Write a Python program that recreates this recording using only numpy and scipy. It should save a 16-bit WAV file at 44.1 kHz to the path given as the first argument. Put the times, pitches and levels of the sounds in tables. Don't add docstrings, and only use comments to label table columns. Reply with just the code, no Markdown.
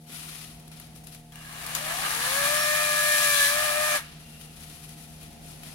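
import sys
import numpy as np
from scipy import signal
from scipy.fft import rfft, irfft
from scipy.io import wavfile

SR = 44100
rng = np.random.default_rng(int(sys.argv[2]) if len(sys.argv) > 2 else 0)


def persist_wave(psi):
    counts = np.round(np.clip(psi, -1, 1) * 32767).astype(np.int16)
    wavfile.write(sys.argv[1], SR, np.atleast_2d(counts).T)


def linear_from_db(decibels):
    return 10 ** (np.asarray(decibels, float) / 20)


N = 253134
T = np.arange(N) / SR
BINS = np.fft.rfftfreq(N, 1 / SR)
TRIGGER_S, BRAKE_S = 1.315, 3.968

# (time [s], chain level at full speed [dB], bite [0-1])
EFFORT = [
    (1.4, -28.5, 0),
    (1.7, -26, 0),
    (2.28, -28.5, 0.23),
    (2.55, -30, 0.42),
    (2.9, -30, 0.63),
    (3.44, -24.5, 0.96),
    (3.57, -30, 0.41),
    (3.82, -32, 0.35),
    (3.94, -30.5, 0.24),
]
# (level [dB], change at full bite [dB], change per tenfold speed [dB])
OVERTONES = [(-35.6, -2, 45), (-39.2, 2, 28), (-42.5, 9.5, 66), (-46, 7.5, 60)]
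# (frequency [Hz], gain [dB])
CASE_RADIATION = [(400, -22), (500, -10), (590, 0), (700, 4), (800, -8), (1200, 0), (1450, -8), (1680, 1.5)]


def chainsaw():
    driven, speed, snag_db = rotation()
    since, braked = np.maximum(T - TRIGGER_S, 0), np.maximum(T - BRAKE_S, 0)
    s, level_db, bite = np.transpose(EFFORT)
    bite = np.interp(T, s, bite)
    slow = np.log10(driven / 100)

    overtones_db = []
    for k, (db, bite_db, speed_db) in enumerate(OVERTONES, 1):
        load_db = bite_db * bite + speed_db * slow
        case_db = read(CASE_RADIATION, 6 * k * speed)
        overtones_db.append(db + load_db + case_db - 520 * braked - 99 * (since == 0))

    unsteady = 0.00299 + 0.00015 * np.maximum(95 - speed, 0)
    speed = speed * (1 + unsteady * wander(60, count=1)[0])
    chain_db = np.interp(T, s, level_db) + 39 * slow
    onset = np.minimum(since / .012, 1)
    noise = onset * linear_from_db(chain_db) * chain(speed, bite, snag_db, braked)
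    return ports(noise) + sprocket(speed, overtones_db)


# (time [s], speed [turns/s])
FULL_SPEED = [
    (2.6, 100.6),
    (3.03, 99.8),
    (3.23, 99.1),
    (3.43, 95.3),
    (3.48, 95.3),
    (3.62, 101.6),
    (3.73, 99.0),
    (3.82, 101.8),
    (3.95, 100),
]
# (time [s], length [s], housing roar [dB])
SNAGS = [
    (1.85, .1, 2.5),
    (2.01, .08, 4),
    (2.4, .12, 2),
    (2.84, .06, .8),
]


def rotation():
    start, knee = 18.8, 20
    since, braked = np.maximum(T - TRIGGER_S, 0), np.maximum(T - BRAKE_S, 0)
    ramp = start + 52 * since + 18.5 * since ** 2
    full = np.interp(T, *np.transpose(FULL_SPEED))
    driven = (ramp ** -knee + full ** -knee) ** (-1 / knee)
    snag_db = sum(db * np.sin(np.pi * np.clip((T - s) / length, 0, 1)) for s, length, db in SNAGS)
    speed = driven - .9 * snag_db - 750 * braked
    return driven, np.maximum(speed, start), snag_db


# (two turns below [dB], one below [dB], centre [dB], one above [dB], two above [dB], three above [dB])
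SIDEBANDS = [(-43, -28, .3, -16, -25, -25), (-20.5, -11.5, -.3, -11, -22, -24),
             (-22, -3.5, 1.6, -14, -17, -17), (-14, -11, -0.12, -10, -14, -12)]


def sprocket(speed, overtones_db):
    whine = np.zeros((2, N))
    for k, (db, side_db) in enumerate(zip(overtones_db, SIDEBANDS)):
        orders = list(zip(6 * (k + 1) + np.arange(-2, 4), side_db))
        strong = tones(speed, orders[1:3], waver_db=1.2 + 0.45 * k, waver_hz=21.97)
        weak_orders = orders[:1] + orders[3:]
        weak = [tones(speed, weak_orders, waver_db=4.0, waver_hz=22.01) for path in range(2)]
        whine += linear_from_db(db) * (strong * np.array([[1], [.35]]) + np.array(weak))
    guide_bar = peak(hz=1690, width=24, db=4.8)
    return ports(coloured(whine, guide_bar))


# (frequency [Hz], width [Hz], gain [dB])
HOUSING = [(700, 130, 3), (1200, 170, 3), (1670, 170, 4), (2350, 200, 2), (2860, 200, 3)]
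# (frequency [Hz], density [dB per Hz])
HISS = [(1500, -26.5), (2500, -7), (4000, -4), (4800, -6.5), (8000, -7.5), (10700, -2.5), (12900, -11),
        (14500, -12.5), (15900, -15)]
ROAR = [(180, -53), (300, -27), (434, -51), (528, -29), (585, -7.5), (642, -18), (968, -11), (1200, -0.5),
        (1460, -6), (1740, 0.5), (2120, -3), (3500, -10.5), (4550, -15), (7700, -120)]
GROWL = [(150, -13), (250, -3.5), (400, -14), (700, 4), (950, 1.5), (1200, 1), (2000, -56)]


def chain(speed, bite, snag_db, braked):
    hiss_db = -330 * braked
    roar_db = 2 - 9 * bite + snag_db - 230 * braked
    growl_db = -8.5 - 16.5 * bite + snag_db - 310 * braked

    turns = np.cumsum(speed) / SR
    tooth = np.exp(-(6 * turns % 1) / .25)
    once_a_turn = 1 + 0.077 * np.cos(2 * np.pi * turns)
    flare = (2.0 + tooth) * once_a_turn * linear_from_db(0.45 * wander(30.17, count=1)[0])
    housing = np.prod([peak(*mode) for mode in HOUSING], axis=0)
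    hiss = evened(coloured(flare * grit(3000, 1.7, 0.43), linear_from_db(read(HISS, BINS))))
    roar = evened(coloured(flare * grit(900, 3.1, 0.21), linear_from_db(read(ROAR, BINS)) * housing))
    growl = evened(coloured(flare * grit(300, 2.9, 0.37), linear_from_db(read(GROWL, BINS))))
    return linear_from_db(hiss_db) * hiss + linear_from_db(roar_db - 3.5) * roar + linear_from_db(growl_db) * growl


# (time [s], length [s], pitch [Hz], first level [dB], last level [dB])
RING = [
    (1.33, 1.0, 2825, -60, -47),
    (4.0, .14, 2800, -57, -61),
    (4.2, .36, 2770, -62, -61),
]
# (time [s], length [s], pitch [Hz], level [dB])
SQUEAKS = [(2.53, .18, 5480, -39), (3.28, .2, 3430, -37), (3.28, .24, 3990, -39), (3.22, .12, 9630, -41),
           (3.42, .1, 1990, -41), (3.86, .1, 2330, -36), (3.9, .05, 6300, -39), (1.86, .08, 1700, -42),
           (2.02, .07, 1200, -42), (2.02, .07, 1610, -43), (1.43, .08, 1650, -55), (3.28, .08, 2340, -39),
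           (3.6, .3, 708, -46), (4.09, .06, 1800, -65)]


def squeaks():
    level, pitch = np.zeros(N), np.full(N, float(RING[0][2]))
    for s, length, hz, first_db, last_db in RING:
        change_db = (last_db - first_db) * np.clip((T - s) / length, 0, 1)
        edges = np.clip(np.minimum(T - s, s + length - T) / .06, 0, 1)
        level += linear_from_db(first_db + change_db) * edges
        pitch = np.where(T > s, hz + 5 * change_db, pitch)
    rub = rng.standard_normal((2, N))
    waver = linear_from_db(1.7 * wander(30, count=1))
    out = level * waver * evened(resonate(rub, pitch + 25 * wander(13, count=1)[0], width=55))
    for s, length, hz, db in SQUEAKS:
        at = slice(round(s * SR), round((s + length) * SR))
        count = at.stop - at.start
        tone = evened(resonate(rub[:, at], np.full(count, hz), width=14))
        out[:, at] += linear_from_db(db) * tone * np.sqrt(np.hanning(count))
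    return ports(out) * linear_from_db([[-2.5], [1.5]])


# (frequency [Hz], density [dB per Hz])
RUSTLE = [(530, -74), (900, -7.5), (1370, -0.5), (1600, -7), (1950, 1.5), (2170, -4.5), (2420, 0.5),
          (3110, -1), (7580, -6.5), (10200, 3), (13200, -5.5), (15100, -12), (16000, -15)]


def leaves():
    bright, deep = stirring()
    low_share = 1 / (1 + (BINS / 4700) ** 6)
    spectrum = linear_from_db(read(RUSTLE, BINS))
    crackle = grit(1500, 2.5, 0.23) * linear_from_db(1.03 * wander(90, count=1))
    fizz = evened(coloured(crackle, spectrum * np.sqrt(1 - low_share)))
    crunch = evened(coloured(crackle, spectrum * np.sqrt(low_share)))
    return ports(bright * fizz + deep * crunch)


# (time [s], length [s], level
# [dB], deeper crunch against it [dB])
STIRS = [(0.057, 0.4, -44.5, -3.5), (0.284, 0.25, -48.5, -2.5), (0.673, 0.022, -53.5, -9.5),
         (0.711, .05, -54, 0.5), (0.737, 0.17, -56, -2), (0.812, 0.025, -54.5, 0), (.945, 0.057, -52, -9),
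         (1.035, 0.025, -54, -14), (1.061, 0.054, -49.5, -8), (1.107, 0.084, -51, -4.5),
         (1.747, 0.053, -37, -2), (3.994, 0.24, -62, 9.5), (4.187, 0.071, -57, -.6),
         (4.23, 0.31, -56, -3.5), (4.392, 0.1, -50, -3.5), (4.468, 0.65, -51.5, -4.5),
         (4.695, .04, -57, 1.5), (4.823, 0.059, -52.5, -5), (4.874, 0.066, -53.5, -5),
         (4.957, 0.15, -52.5, -7), (5.057, 0.36, -58, -8), (5.205, 0.077, -52.5, -2),
         (5.31, 0.053, -60, -4), (5.402, 0.27, -51, -7.5), (5.61, 0.18, -50, -2.5)]


def stirring():
    bright = np.full(N, linear_from_db(2 * -63.5))
    deep = bright * linear_from_db(2 * -10)
    for s, length, db, deep_db in STIRS:
        u = np.clip((T - s) / length, 0, 4)
        rise = np.minimum(u / 0.22, 1)
        power = (rise * linear_from_db(db - 11 * u ** 2)) ** 2
        bright = bright + power
        deep = deep + power * linear_from_db(2 * deep_db)
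    return np.sqrt(bright), np.sqrt(deep)


# (time [s], peak [dB], pitch [Hz])
SNAPS = [(0.598, -39, 9600), (0.6783, -37.5, 10700), (0.7156, -38, 10500), (0.7987, -30, 11460),
         (0.87, -43, 11380), (0.959, -39, 9700), (1.037, -41, 9910), (1.07, -31, 11100),
         (1.1462, -31.5, 11200), (1.3216, -37, 3275), (1.3566, -32, 2780), (1.664, -21, 10500),
         (1.7498, -11.5, 6800), (4.4117, -34, 3020), (4.6994, -37, 3570), (4.8912, -34, 11200),
         (5.2287, -36, 10400), (5.6336, -31, 2540)]


def twigs():
    out, t = np.zeros((2, N)), np.arange(2000) / SR
    spray = rng.standard_normal((len(SNAPS), 2, len(t)))
    attack = np.minimum(t / 0.00093, 1)
    for (s, db, hz), noise in zip(SNAPS, spray):
        ring = np.sin(2 * np.pi * hz * t) * np.exp(-t / 0.0027)
        puff = noise * (0.22 * np.exp(-t / 0.0018) + 0.18 * np.exp(-t / 0.0063))
        first = round(s * SR)
        out[:, first:first + len(t)] += linear_from_db(db - 3.5) * (0.38 * ring + puff) * attack
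    return ports(coloured(out, linear_from_db(0.19 * read(RUSTLE, BINS) + 4.5)))


# (time [s], peak [dB], pitch [Hz])
STEPS = [
    (.085, -41.5, 283),
    (1.62, -51, 258),
]


def boots():
    out, t = np.zeros(N), np.arange(4000) / SR
    envelope = np.exp(-t / 0.019) * np.minimum(t / 0.014, 1)
    for (s, db, hz), noise in zip(STEPS, rng.standard_normal((len(STEPS), len(t)))):
        thud = evened(resonate(noise, np.full(len(t), hz), width=36))
        first = round(s * SR)
        out[first:first + len(t)] += linear_from_db(db) * thud * envelope
    return out


# (multiple of the base rate [1], level [dB])
CAR_ORDERS = [(.5, -2), (1, 0), (2, 0), (3, -10), (4, -13)]
HUM_ORDERS = [(1, -66), (2, -50.5), (3, -58.5), (4, -68.5), (5, -76.5), (6, -71), (7, -74), (8, -81),
              (9, -65), (10, -80), (11, -72.5)]


def engines():
    firing_hz = 67 + 10.5 * np.tanh((T - 2.7) / 1.9)
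    car = tones(firing_hz, CAR_ORDERS, waver_db=2.1, waver_hz=4.4)
    car_db = -59 - 21 * np.exp(-T / 0.67) + bump(3.0, spread=0.33, db=-4.5)

    hum_hz = 78.5 - 0.93 * (1 + np.tanh((T - 2.5) / .8)) / 2
    hum = tones(hum_hz, HUM_ORDERS, waver_db=0.8, waver_hz=5.6)
    hum_db = -0.2 + bump(3.42, spread=0.66, db=-4.5)
    return linear_from_db(car_db) * car + linear_from_db(hum_db) * hum


# (frequency [Hz], density [dB per Hz])
YARD_WASH = [(12, -42), (20, -30), (49, -1.5), (101, -13), (154, -3), (422, -16), (590, -17.5),
             (698, -11.5), (1150, -25.5), (2670, -22), (7520, -30), (10800, -40), (16000, -36)]


def yard():
    a, b = rfft(rng.standard_normal((2, N)))
    same = 1 / (1 + (BINS / 330) ** 2)
    pair = np.array([a, same * a + np.sqrt(1 - same ** 2) * b])
    wash = irfft(pair * linear_from_db(read(YARD_WASH, BINS)), N)
    lull_db = bump(1.36, spread=0.22, db=-4.5)
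    swell_db = 4.2 * (1 + np.tanh((T - 5.26) / .3)) / 2
    rise = np.clip(0.23 + T / 0.16, 0, 1)
    return linear_from_db(-52.5 + lull_db + swell_db) * rise * evened(wash)


# (frequency [Hz], left over right [dB])
PORT_DB = [(60, -6), (92, 9), (140, -4), (210, -1), (330, -3), (500, 6), (770, 11.5), (1170, -1.5),
           (1790, -6.5), (2740, 4), (4190, 5), (6410, 9), (9810, 20.5), (15000, 0)]
# (frequency [Hz], lead of the left [rad])
PORT_LEAD = [(0, 0), (520, 1.56), (1380, 1.3), (1640, 0.62), (2070, 3.5), (2330, 5.5), (2930, 1.5),
             (3270, -1), (3700, 11.5), (4650, 15.5), (5770, 17.5), (9650, 30), (13700, 35), (16000, 17)]
# (frequency [Hz], likeness [0-1])
PORT_SAME = [(60, 1), (300, 1), (700, 1), (1500, 0.6), (3000, 0.11), (6000, 0.069), (15000, 0.26)]


def ports(pair):
    direct, scattered = rfft(pair)
    same = np.clip(read(PORT_SAME, BINS), 0, 1)
    delay = np.exp(-1j * read(PORT_LEAD, BINS))
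    right = (same * direct + np.sqrt(1 - same ** 2) * scattered) * delay
    ratio = linear_from_db(read(PORT_DB, BINS))
    right_gain = 1 / np.sqrt(1 + ratio ** 2)
    left_gain = ratio * right_gain
    return irfft(np.array([direct * left_gain, right * right_gain]), N) * 2


def tones(hz, orders, waver_db, waver_hz):
    turns = np.cumsum(hz) / SR
    waver, start = wander(waver_hz, count=len(orders)), rng.random(len(orders))
    total = np.zeros(N)
    for (k, db), w, phase in zip(orders, waver, start):
        total += linear_from_db(db + waver_db * w) * np.sin(2 * np.pi * (k * turns + phase))
    return np.sqrt(2) * total


def grit(per_s, spread_db, share):
    size = linear_from_db(spread_db * np.minimum(rng.exponential(1, (2, N)), 3))
    clicks = (rng.random((2, N)) < per_s / SR) * size * rng.choice([-1., 1.], (2, N))
    share = np.clip(share, 0, 1)
    return np.sqrt(share) * evened(clicks) + np.sqrt(1 - share) * rng.standard_normal((2, N))


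def resonate(x, hz, width):
    turn, r = np.exp(2j * np.pi * np.cumsum(hz) / SR), np.exp(-np.pi * width / SR)
    return (turn * signal.lfilter([1 - r], [1, -r], x / turn)).real


def peak(hz, width, db):
    return 1 + (linear_from_db(db) - 1) / (1 + ((BINS - hz) * 2 / width) ** 2)


def coloured(x, gain):
    return irfft(rfft(x) * gain, N)


def read(points, hz):
    f, value = np.transpose(points)
    return np.interp(np.log(hz + 1), np.log(f + 1), value)


def wander(rate_hz, count):
    steps = int(N / SR * rate_hz) + 3
    knots = rng.standard_normal((steps, count)).T
    curves = np.array([np.interp(T * rate_hz, np.arange(steps), k) for k in knots])
    return curves * np.sqrt(1.5)


def bump(s, spread, db):
    return db * np.exp(-((T - s) / spread) ** 2)


def evened(x):
    return x / np.sqrt(np.mean(x ** 2) + 1e-20)


def scene():
    return chainsaw() + squeaks() + leaves() + twigs() + boots() + engines() + yard()


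def band_limit(x):
    return signal.sosfilt(signal.butter(12, 16450, fs=SR, output="sos"), x)


def record(dry):
    mix = coloured(dry, BINS < 15850)
    return band_limit(mix)


dry = scene()
out = record(dry)
persist_wave(out)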